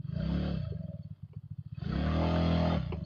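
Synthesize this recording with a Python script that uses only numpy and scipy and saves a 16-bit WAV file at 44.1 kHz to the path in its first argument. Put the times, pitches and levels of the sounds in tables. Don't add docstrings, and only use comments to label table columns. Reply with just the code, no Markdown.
import sys
import numpy as np
from scipy import signal
from scipy.fft import rfft, irfft
from scipy.io import wavfile
from scipy.ndimage import map_coordinates

SR = 44100
rng = np.random.default_rng(int(sys.argv[2]) if len(sys.argv) > 2 else 0)


def unload_audio(sound):
    columns = np.transpose(np.atleast_2d(sound))
    steps = np.round(np.clip(columns, -1, 1) * 32767)
    wavfile.write(sys.argv[1], SR, steps.astype(np.int16))


N = 134505


def undb(db):
    return 10 ** (np.asarray(db) / 20)


def unit(x):
    return x / np.sqrt(np.mean(x ** 2))


def curve(x, table, column=1):
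    rows = np.array(table, float)
    return np.interp(x, rows[:, 0], rows[:, column])


def colour(x, outline):
    size = 8192
    hz, db = np.array(outline, float).T
    bins_hz = np.maximum(np.arange(size // 2 + 1) * SR / size, 1)
    gain = undb(np.interp(np.log(bins_hz), np.log(hz), db))
    cepstrum = irfft(np.log(gain))
    cepstrum[1:size // 2] *= 2
    cepstrum[size // 2 + 1:] = 0
    return signal.fftconvolve(x, irfft(np.exp(rfft(cepstrum))))[:len(x)]


def flicker(x, width_hz=115, life_s=.065, depth_db=4.3):
    hz, s, frames = signal.stft(x, SR, nperseg=1024, noverlap=768)
    grid = np.meshgrid(hz / width_hz, s / life_s, indexing="ij")
    field = map_coordinates(rng.standard_normal((256, 128)), grid, mode="mirror")
    frames = frames * undb(depth_db * np.clip(field, -2, 1.6))
    return unit(signal.istft(frames, SR, nperseg=1024, noverlap=768)[1][:N])


def wander(t, depth_db, step_s=.078):
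    knots_s = np.arange(0, N / SR + step_s, step_s)
    swing = np.clip(rng.standard_normal(200)[:len(knots_s)], -2, 2)
    return undb(depth_db * np.interp(t, knots_s, swing))


def fade(age, t60_s):
    return (age >= 0) * np.exp(-np.log(1000) * np.maximum(age, 0) / t60_s)


def ring(age, modes, rise_s=.0032):
    onset = (1 - np.exp(-age / rise_s)) ** 2
    return onset * sum(undb(db) * fade(age, t60) * np.sin(2 * np.pi * hz * age) for hz, t60, db in modes)


def resonate(drive, modes):
    age = np.arange(SR // 4) / SR
    return unit(signal.fftconvolve(drive, ring(age, modes))[:N])


def smear(drive, t60_s):
    age = np.arange(SR // 4) / SR
    tail = rng.standard_normal(len(age)) * fade(age, t60_s)
    return unit(signal.fftconvolve(drive, tail)[:N])


def struck(t, start_s, db, pitch_hz, modes):
    out = np.zeros(N)
    near = slice(int(start_s * SR), int(start_s * SR) + SR // 4)
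    age = np.maximum(t[near] - start_s, 0)
    out[near] = undb(db) * ring(age, [(pitch_hz * ratio, t60, gain_db) for ratio, t60, gain_db in modes])
    return out


def clicks(times_s, sizes):
    out = np.zeros(N)
    inside = (times_s > 0) & (times_s < (N - 2) / SR)
    at, size = times_s[inside] * SR, sizes[inside]
    np.add.at(out, at.astype(int), size * (1 - at % 1))
    np.add.at(out, at.astype(int) + 1, size * (at % 1))
    return out


# frequency in Hz, gain in dB.
AIR_SPECTRUM = [(25, -3), (100, 15.5), (400, -10), (1000, -15), (2300, -32.5), (4600, -28), (6000, -37.5),
                (15000, -36)]


def air(level_db=-65):
    return undb(level_db) * unit(colour(rng.standard_normal(N), AIR_SPECTRUM))


# start in seconds, level in dB, pitch in Hz, relative crack level in dB.
KNOCKS = [(.72, -39, 407, -42), (1.331, -54, 421, -9.5), (2.922, -32, 372.4, -7)]
# ratio to pitch, t60 in seconds, gain in dB.
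KNOCK_MODES = [(1.001, 0.045, 12), (1.14, 0.077, 1), (1.379, 0.048, -4)]
# frequency in Hz, gain in dB.
CRACK_SPECTRUM = [(250, -90), (600, 14), (1000, 12.5), (1700, -13), (2400, 6.5), (3050, 0.5), (3600, -25.5),
                  (4550, -10), (6000, -32), (9000, -41)]


def handlebar(t, crack_t60_s=.1, cutoff_hz=6000):
    out = np.zeros(N)
    for start_s, db, hz, crack_db in KNOCKS:
        grit = rng.standard_normal(N)
        crack = colour(grit * fade(t - start_s, crack_t60_s), CRACK_SPECTRUM)
        crack /= np.std(colour(grit, CRACK_SPECTRUM))
        out += struck(t, start_s, db, hz, KNOCK_MODES) + undb(db + crack_db) * crack
    return signal.sosfilt(signal.butter(6, cutoff_hz, fs=SR, output="sos"), out)


# start in seconds, level in dB, pitch in Hz.
CHINKS = [(0.084, -62, 4360), (.566, -57, 3210), (0.617, -55, 4510), (0.612, -56, 1586), (.62, -55, 3380),
          (0.646, -50.5, 1300), (0.66, -54, 3290), (.695, -62.5, 3290), (.695, -60, 4350),
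          (0.73, -65, 4300), (0.767, -62, 1637), (.78, -72, 4380), (0.824, -66, 4590), (.862, -66.5, 3250),
          (1.027, -63, 4440), (1.35, -76, 4550), (1.573, -79, 4400), (1.745, -58.5, 2550),
          (1.79, -58, 4480), (1.84, -49.5, 1463), (3.038, -53, 4380)]
# ratio to pitch, t60 in seconds, gain in dB.
CHINK_MODES = [(0.998, 0.069, 5), (1.014, 0.078, -7.5), (1.46, 0.053, -17)]


def chinks(t):
    return sum(struck(t, *row, CHINK_MODES) for row in CHINKS)


# start in seconds, level in dB, pitch in Hz.
CLANKS = [(0.199, -44.5, 1423), (.295, -44, 898), (.37, -47, 1388), (0.441, -45, 1402), (0.486, -44, 1340),
          (.545, -48.5, 1236), (1.919, -38.5, 1317), (1.952, -42.5, 1510), (2.062, -38, 1484),
          (2.237, -39.5, 1210), (2.311, -37, 1223), (2.357, -37.5, 1530), (2.627, -43, 1200),
          (2.651, -36.5, 1260), (2.697, -33, 1235)]
# ratio to pitch, t60 in seconds, gain in dB.
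CLANK_MODES = [(0.881, .06, -14.5), (1, 0.057, 5.5), (1.12, 0.075, -3)]


def clanks(t):
    return sum(struck(t, *row, CLANK_MODES) for row in CLANKS)


# position in cycles, level in dB.
IMPACTS = [(0.742, -1), (.81, -1), (1.002, -9), (.13, -1.5), (.27, -10), (0.402, -2), (.61, -6.5)]


def impacts(t, rate_hz, cycle, scatter_db=2, jitter_s=.00007):
    position, db = np.array(IMPACTS).T
    turns = (np.arange(int(cycle[-1]) + 1)[:, None] + position).ravel()
    times_s = np.interp(turns, cycle, t, left=-1, right=-1)
    late, loud = rng.standard_normal((len(turns), 2)).T
    sizes = undb(np.resize(db, len(turns)) + scatter_db * np.clip(loud, -2, 2))
    return unit(clicks(times_s + jitter_s * late, sizes) / np.sqrt(rate_hz))


def gas(cycle, pulse_depth=.05):
    return unit(rng.standard_normal(N) * (1 + pulse_depth * np.cos(2 * np.pi * cycle)))


# time in seconds, silencer in dB, casing and covers in dB.
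RINGING = [(.1, 21.5, 4.5), (.4, -12.5, -5), (.65, 16.5, 2), (1.0, 14.5, -5), (1.4, -16, -4),
           (1.8, -5, 0.5), (2.1, -36, -9), (2.74, -0.5, -29.5), (2.87, 3.5, -21)]


def metalwork(t, rate_hz, cycle, drive, spectrum, modes):
    dense = undb(4.5) * smear(drive, t60_s=.025)
    block = flicker(colour(drive + dense, spectrum))
    parts = np.zeros(N)
    for hz, t60_s, db in modes:
        strikes = impacts(t, rate_hz, cycle, scatter_db=5, jitter_s=.004) * wander(t, depth_db=0)
        parts += undb(db) * resonate(strikes, [(hz, t60_s, 0)])
    ringing = undb(curve(t, RINGING, 2))
    return (block + ringing * unit(parts)) / np.hypot(1, ringing)


# frequency in Hz, gain in dB.
HISS_SPECTRUM = [(900, -33.5), (1800, -5), (2300, -10.5), (2900, -4), (3300, 1), (3850, -10), (4650, -6.5),
                 (5160, -17), (6550, -28.5), (7300, -40.5), (9400, -56.5), (15000, -54)]
# frequency in Hz, t60 in seconds, level in dB.
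COVER_MODES = [(2574, 0.15, -1), (2651, 0.067, 3), (3163, 0.028, 5.5), (3304, 0.055, 1.5), (3874, 0.069, 1),
               (4358, 0.056, 2.5), (4535, 0.12, 3), (4688, 0.03, 1), (5093, .04, -11), (6550, 0.15, -29.5)]


def hiss(t, rate_hz, cycle):
    drive = gas(cycle) + undb(-10) * impacts(t, rate_hz, cycle)
    return metalwork(t, rate_hz, cycle, drive, HISS_SPECTRUM, COVER_MODES)


# frequency in Hz, gain in dB.
CLATTER_SPECTRUM = [(500, -7.5), (780, -4), (900, 3), (1100, 3), (1250, -1.5), (1430, 2), (1750, -9.5),
                    (2200, -10.5), (3200, -12.5), (6000, -33.5), (12000, -69.5)]
# frequency in Hz, t60 in seconds, level in dB.
CASING_MODES = [(820, 0.12, -18.5), (1200, 0.23, -19), (1284, 0.045, 1.5), (1473, 0.021, -2),
                (1591, 0.048, -0.5), (1848, 0.023, -4.5)]


def clatter(t, rate_hz, cycle):
    drive = impacts(t, rate_hz, cycle) + undb(-9) * gas(cycle)
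    return metalwork(t, rate_hz, cycle, drive, CLATTER_SPECTRUM, CASING_MODES)


# frequency in Hz, gain in dB.
BARK_SPECTRUM = [(150, -47.5), (230, -5.5), (300, 6.5), (390, -4), (480, -6), (580, -1.5), (690, 4.5),
                 (760, -2.5), (880, -15.5), (1000, -27.5), (1500, -34.5), (9000, -97)]
# frequency in Hz, t60 in seconds, gain in dB.
SILENCER_MODES = [(592.7, 0.071, 12), (634.8, 0.18, 2.5)]


def bark(t, rate_hz, cycle):
    blast = impacts(t, rate_hz, cycle) + undb(-16) * gas(cycle)
    chambers = undb(-1) * smear(blast, t60_s=.016)
    body = flicker(colour(blast + chambers, BARK_SPECTRUM))
    ringing = undb(curve(t, RINGING, 1))
    return (body + ringing * resonate(blast, SILENCER_MODES)) / np.hypot(1, ringing)


# multiple of the firing rate, gain in dB.
GROWL_ORDERS = [(7, -6.5), (8, -4), (9, -6), (10, -6.5), (11, -4), (12, -3), (13, 0), (14, 3), (15, 2),
                (16, 1), (17, -2), (18, -4), (19, -8.5), (20, -7.5), (21, -7), (22, -9.5)]
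# time in seconds, level in dB, tilt in dB per octave.
GROWL_ENVELOPE = [(0.08, -63.5, -16.5), (0.2, -54, -8.5), (0.36, -46.5, -5), (0.48, -41, -3.5),
                  (0.56, -51, -6), (0.64, -75.5, 2), (1.79, -74.5, -10), (1.87, -49.5, -22.5),
                  (1.95, -45, -3.5), (2.12, -42, 3), (2.22, -35, 6), (2.42, -37, 0), (2.49, -39.5, -5),
                  (2.7, -34.5, 10), (2.76, -37, 4), (2.82, -69, 0.5)]


def growl(t, cycle, jitter_s=.00013, scatter_db=2):
    late, loud = (np.interp(cycle, np.arange(128), row) for row in rng.standard_normal((2, 128)))
    turn = np.interp(t + jitter_s * late, t, cycle)
    middle_order = np.mean([order for order, _ in GROWL_ORDERS])
    tilt_db = curve(t, GROWL_ENVELOPE, 2)
    out = np.zeros(N)
    for order, db in GROWL_ORDERS:
        gain = undb(db + tilt_db * np.log2(order / middle_order)) * wander(t, depth_db=3.2)
        out += gain * np.cos(2 * np.pi * (order * turn + rng.random()))
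    return unit(out) * undb(curve(t, GROWL_ENVELOPE) + scatter_db * loud)


def puff(age, hz, width_s, sag_hz_per_s=340):
    phase = 2 * np.pi * (hz - .5 * sag_hz_per_s * age) * age
    return -np.cos(phase) * np.exp(-.5 * (age / width_s) ** 2)


# time in seconds, pitch in Hz, half width in seconds, echo gain in dB.
PUFF_SHAPE = [(.05, 133.6, 0.0062, -16), (.2, 128.6, 0.0035, -8), (.33, 137, 0.0028, -2),
              (.48, 136.6, 0.0027, -2.5), (.57, 133.3, 0.0038, -12), (.66, 114.5, 0.0069, -8),
              (.8, 137, 0.0036, 1), (1.2, 129.5, 0.0042, -13), (1.8, 126.7, 0.0046, -23.5),
              (2.05, 131, 0.0016, -0.5), (2.75, 142, 0.0023, -7), (2.83, 124, 0.0051, -19),
              (2.92, 114.5, 0.0028, -4.5), (3.03, 136.5, 0.0026, 4)]
# time in seconds, level change in dB, second puff gain in dB.
STUMBLES = [(1.113, 2.5, -11), (1.175, -19, 1), (1.235, 1, -11.5), (1.303, -8.5, 3), (1.443, -6, -1.5),
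            (1.517, -1.5, -10), (1.666, -2.5, -20), (1.735, 0.5, -19)]
# frequency in Hz, gain in dB.
PIPE_RESPONSE = [(25, -11), (45, -10), (62, 7), (80, 3.5), (100, -10.5), (135, 0.5), (172, 1), (205, 4.5),
                 (250, 4), (400, -4.5)]


def thumps(t, rate_hz, cycle, level_db, echo_s=.0114, echo_smear_s=.0026, scatter_db=.6):
    idle_below_hz, second_puff_s = 19, .02
    boom_from_hz, boom_full_hz = 17, 32
    out = np.zeros(N)
    for at in np.interp(np.arange(1, int(cycle[-1]) + 1), cycle, t):
        firing_hz = np.interp(at, t, rate_hz)
        hz, width_s, echo_db = (curve(at, PUFF_SHAPE, column) for column in (1, 2, 3))
        stumble = (row[1:] for row in STUMBLES if abs(row[0] - at) < .5 / firing_hz)
        change_db, second_db = next(stumble, (0, -10.5))
        near = slice(max(int(at * SR) - SR // 20, 0), int(at * SR) + SR // 20)
        age = t[near] - at
        dull_width_s = np.hypot(width_s, echo_smear_s)
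        shot = puff(age, hz, width_s) + undb(echo_db) * puff(age - echo_s, hz, dull_width_s)
        if firing_hz < idle_below_hz:
            shot += undb(second_db) * puff(age - second_puff_s, hz, dull_width_s)
        shot *= np.sqrt(SR / firing_hz / np.sum(shot ** 2))
        db = np.interp(at, t, level_db) + scatter_db * rng.standard_normal() + change_db
        out[near] += undb(db) * shot
    boom = np.clip((rate_hz - boom_from_hz) / (boom_full_hz - boom_from_hz), 0, 1)
    return boom * colour(out, PIPE_RESPONSE) + (1 - boom) * out


# time in seconds, firing rate in Hz.
FIRING_RATE = [(0.0, 19.31), (0.2, 31.61), (0.38, 36.54), (0.49, 36.79), (0.56, 32.18), (0.75, 23.87),
               (0.95, 18.43), (1.25, 15.45), (1.5, 13.16), (1.64, 13.26), (1.76, 18.51), (1.88, 29.93),
               (2.03, 37.94), (2.25, 41.31), (2.5, 41.76), (2.74, 41.5), (2.8, 32.83), (3.05, 22.04)]
# time in seconds, then thump, bark, clatter and hiss levels in dB.
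ENGINE_LEVELS = [(0, -42, -69, -89, -79), (0.08, -36.5, -81, -68, -72.5), (0.18, -32, -46, -61, -58),
                 (0.3, -30.5, -45, -52, -54.5), (0.48, -33.5, -43, -53, -52),
                 (0.59, -32.5, -51.5, -62.5, -58.5), (0.75, -36, -58, -70.5, -75),
                 (0.92, -41, -53, -79, -81), (1.12, -46, -76.5, -82.5, -83), (1.5, -41, -86.5, -87, -89.5),
                 (1.72, -43, -86.5, -80, -79.5), (1.83, -35.5, -55.5, -61, -59.5),
                 (1.96, -32, -42, -46.5, -53), (2.3, -31, -38, -42.5, -49), (2.5, -29, -40.5, -43, -46.5),
                 (2.74, -30.5, -42, -43.5, -48.5), (2.82, -32.5, -51, -56.5, -58),
                 (3.02, -37.5, -56, -68.5, -71)]


def scene():
    t = np.arange(N) / SR
    background = air()
    rate_hz = curve(t, FIRING_RATE)
    cycle = .89 + np.cumsum(rate_hz) / SR
    thump_db, bark_db, clatter_db, hiss_db = (curve(t, ENGINE_LEVELS, column) for column in (1, 2, 3, 4))
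    engine = thumps(t, rate_hz, cycle, thump_db) + growl(t, cycle)
    engine += undb(bark_db) * bark(t, rate_hz, cycle)
    engine += undb(clatter_db) * clatter(t, rate_hz, cycle)
    engine += undb(hiss_db) * hiss(t, rate_hz, cycle)
    return (background + handlebar(t) + chinks(t) + clanks(t) + engine)[None]


def record(dry):
    cutoff_hz = 15400
    return signal.sosfilt(signal.ellip(8, .2, 70, cutoff_hz, fs=SR, output="sos"), dry)


dry = scene()
out = record(dry)
unload_audio(out)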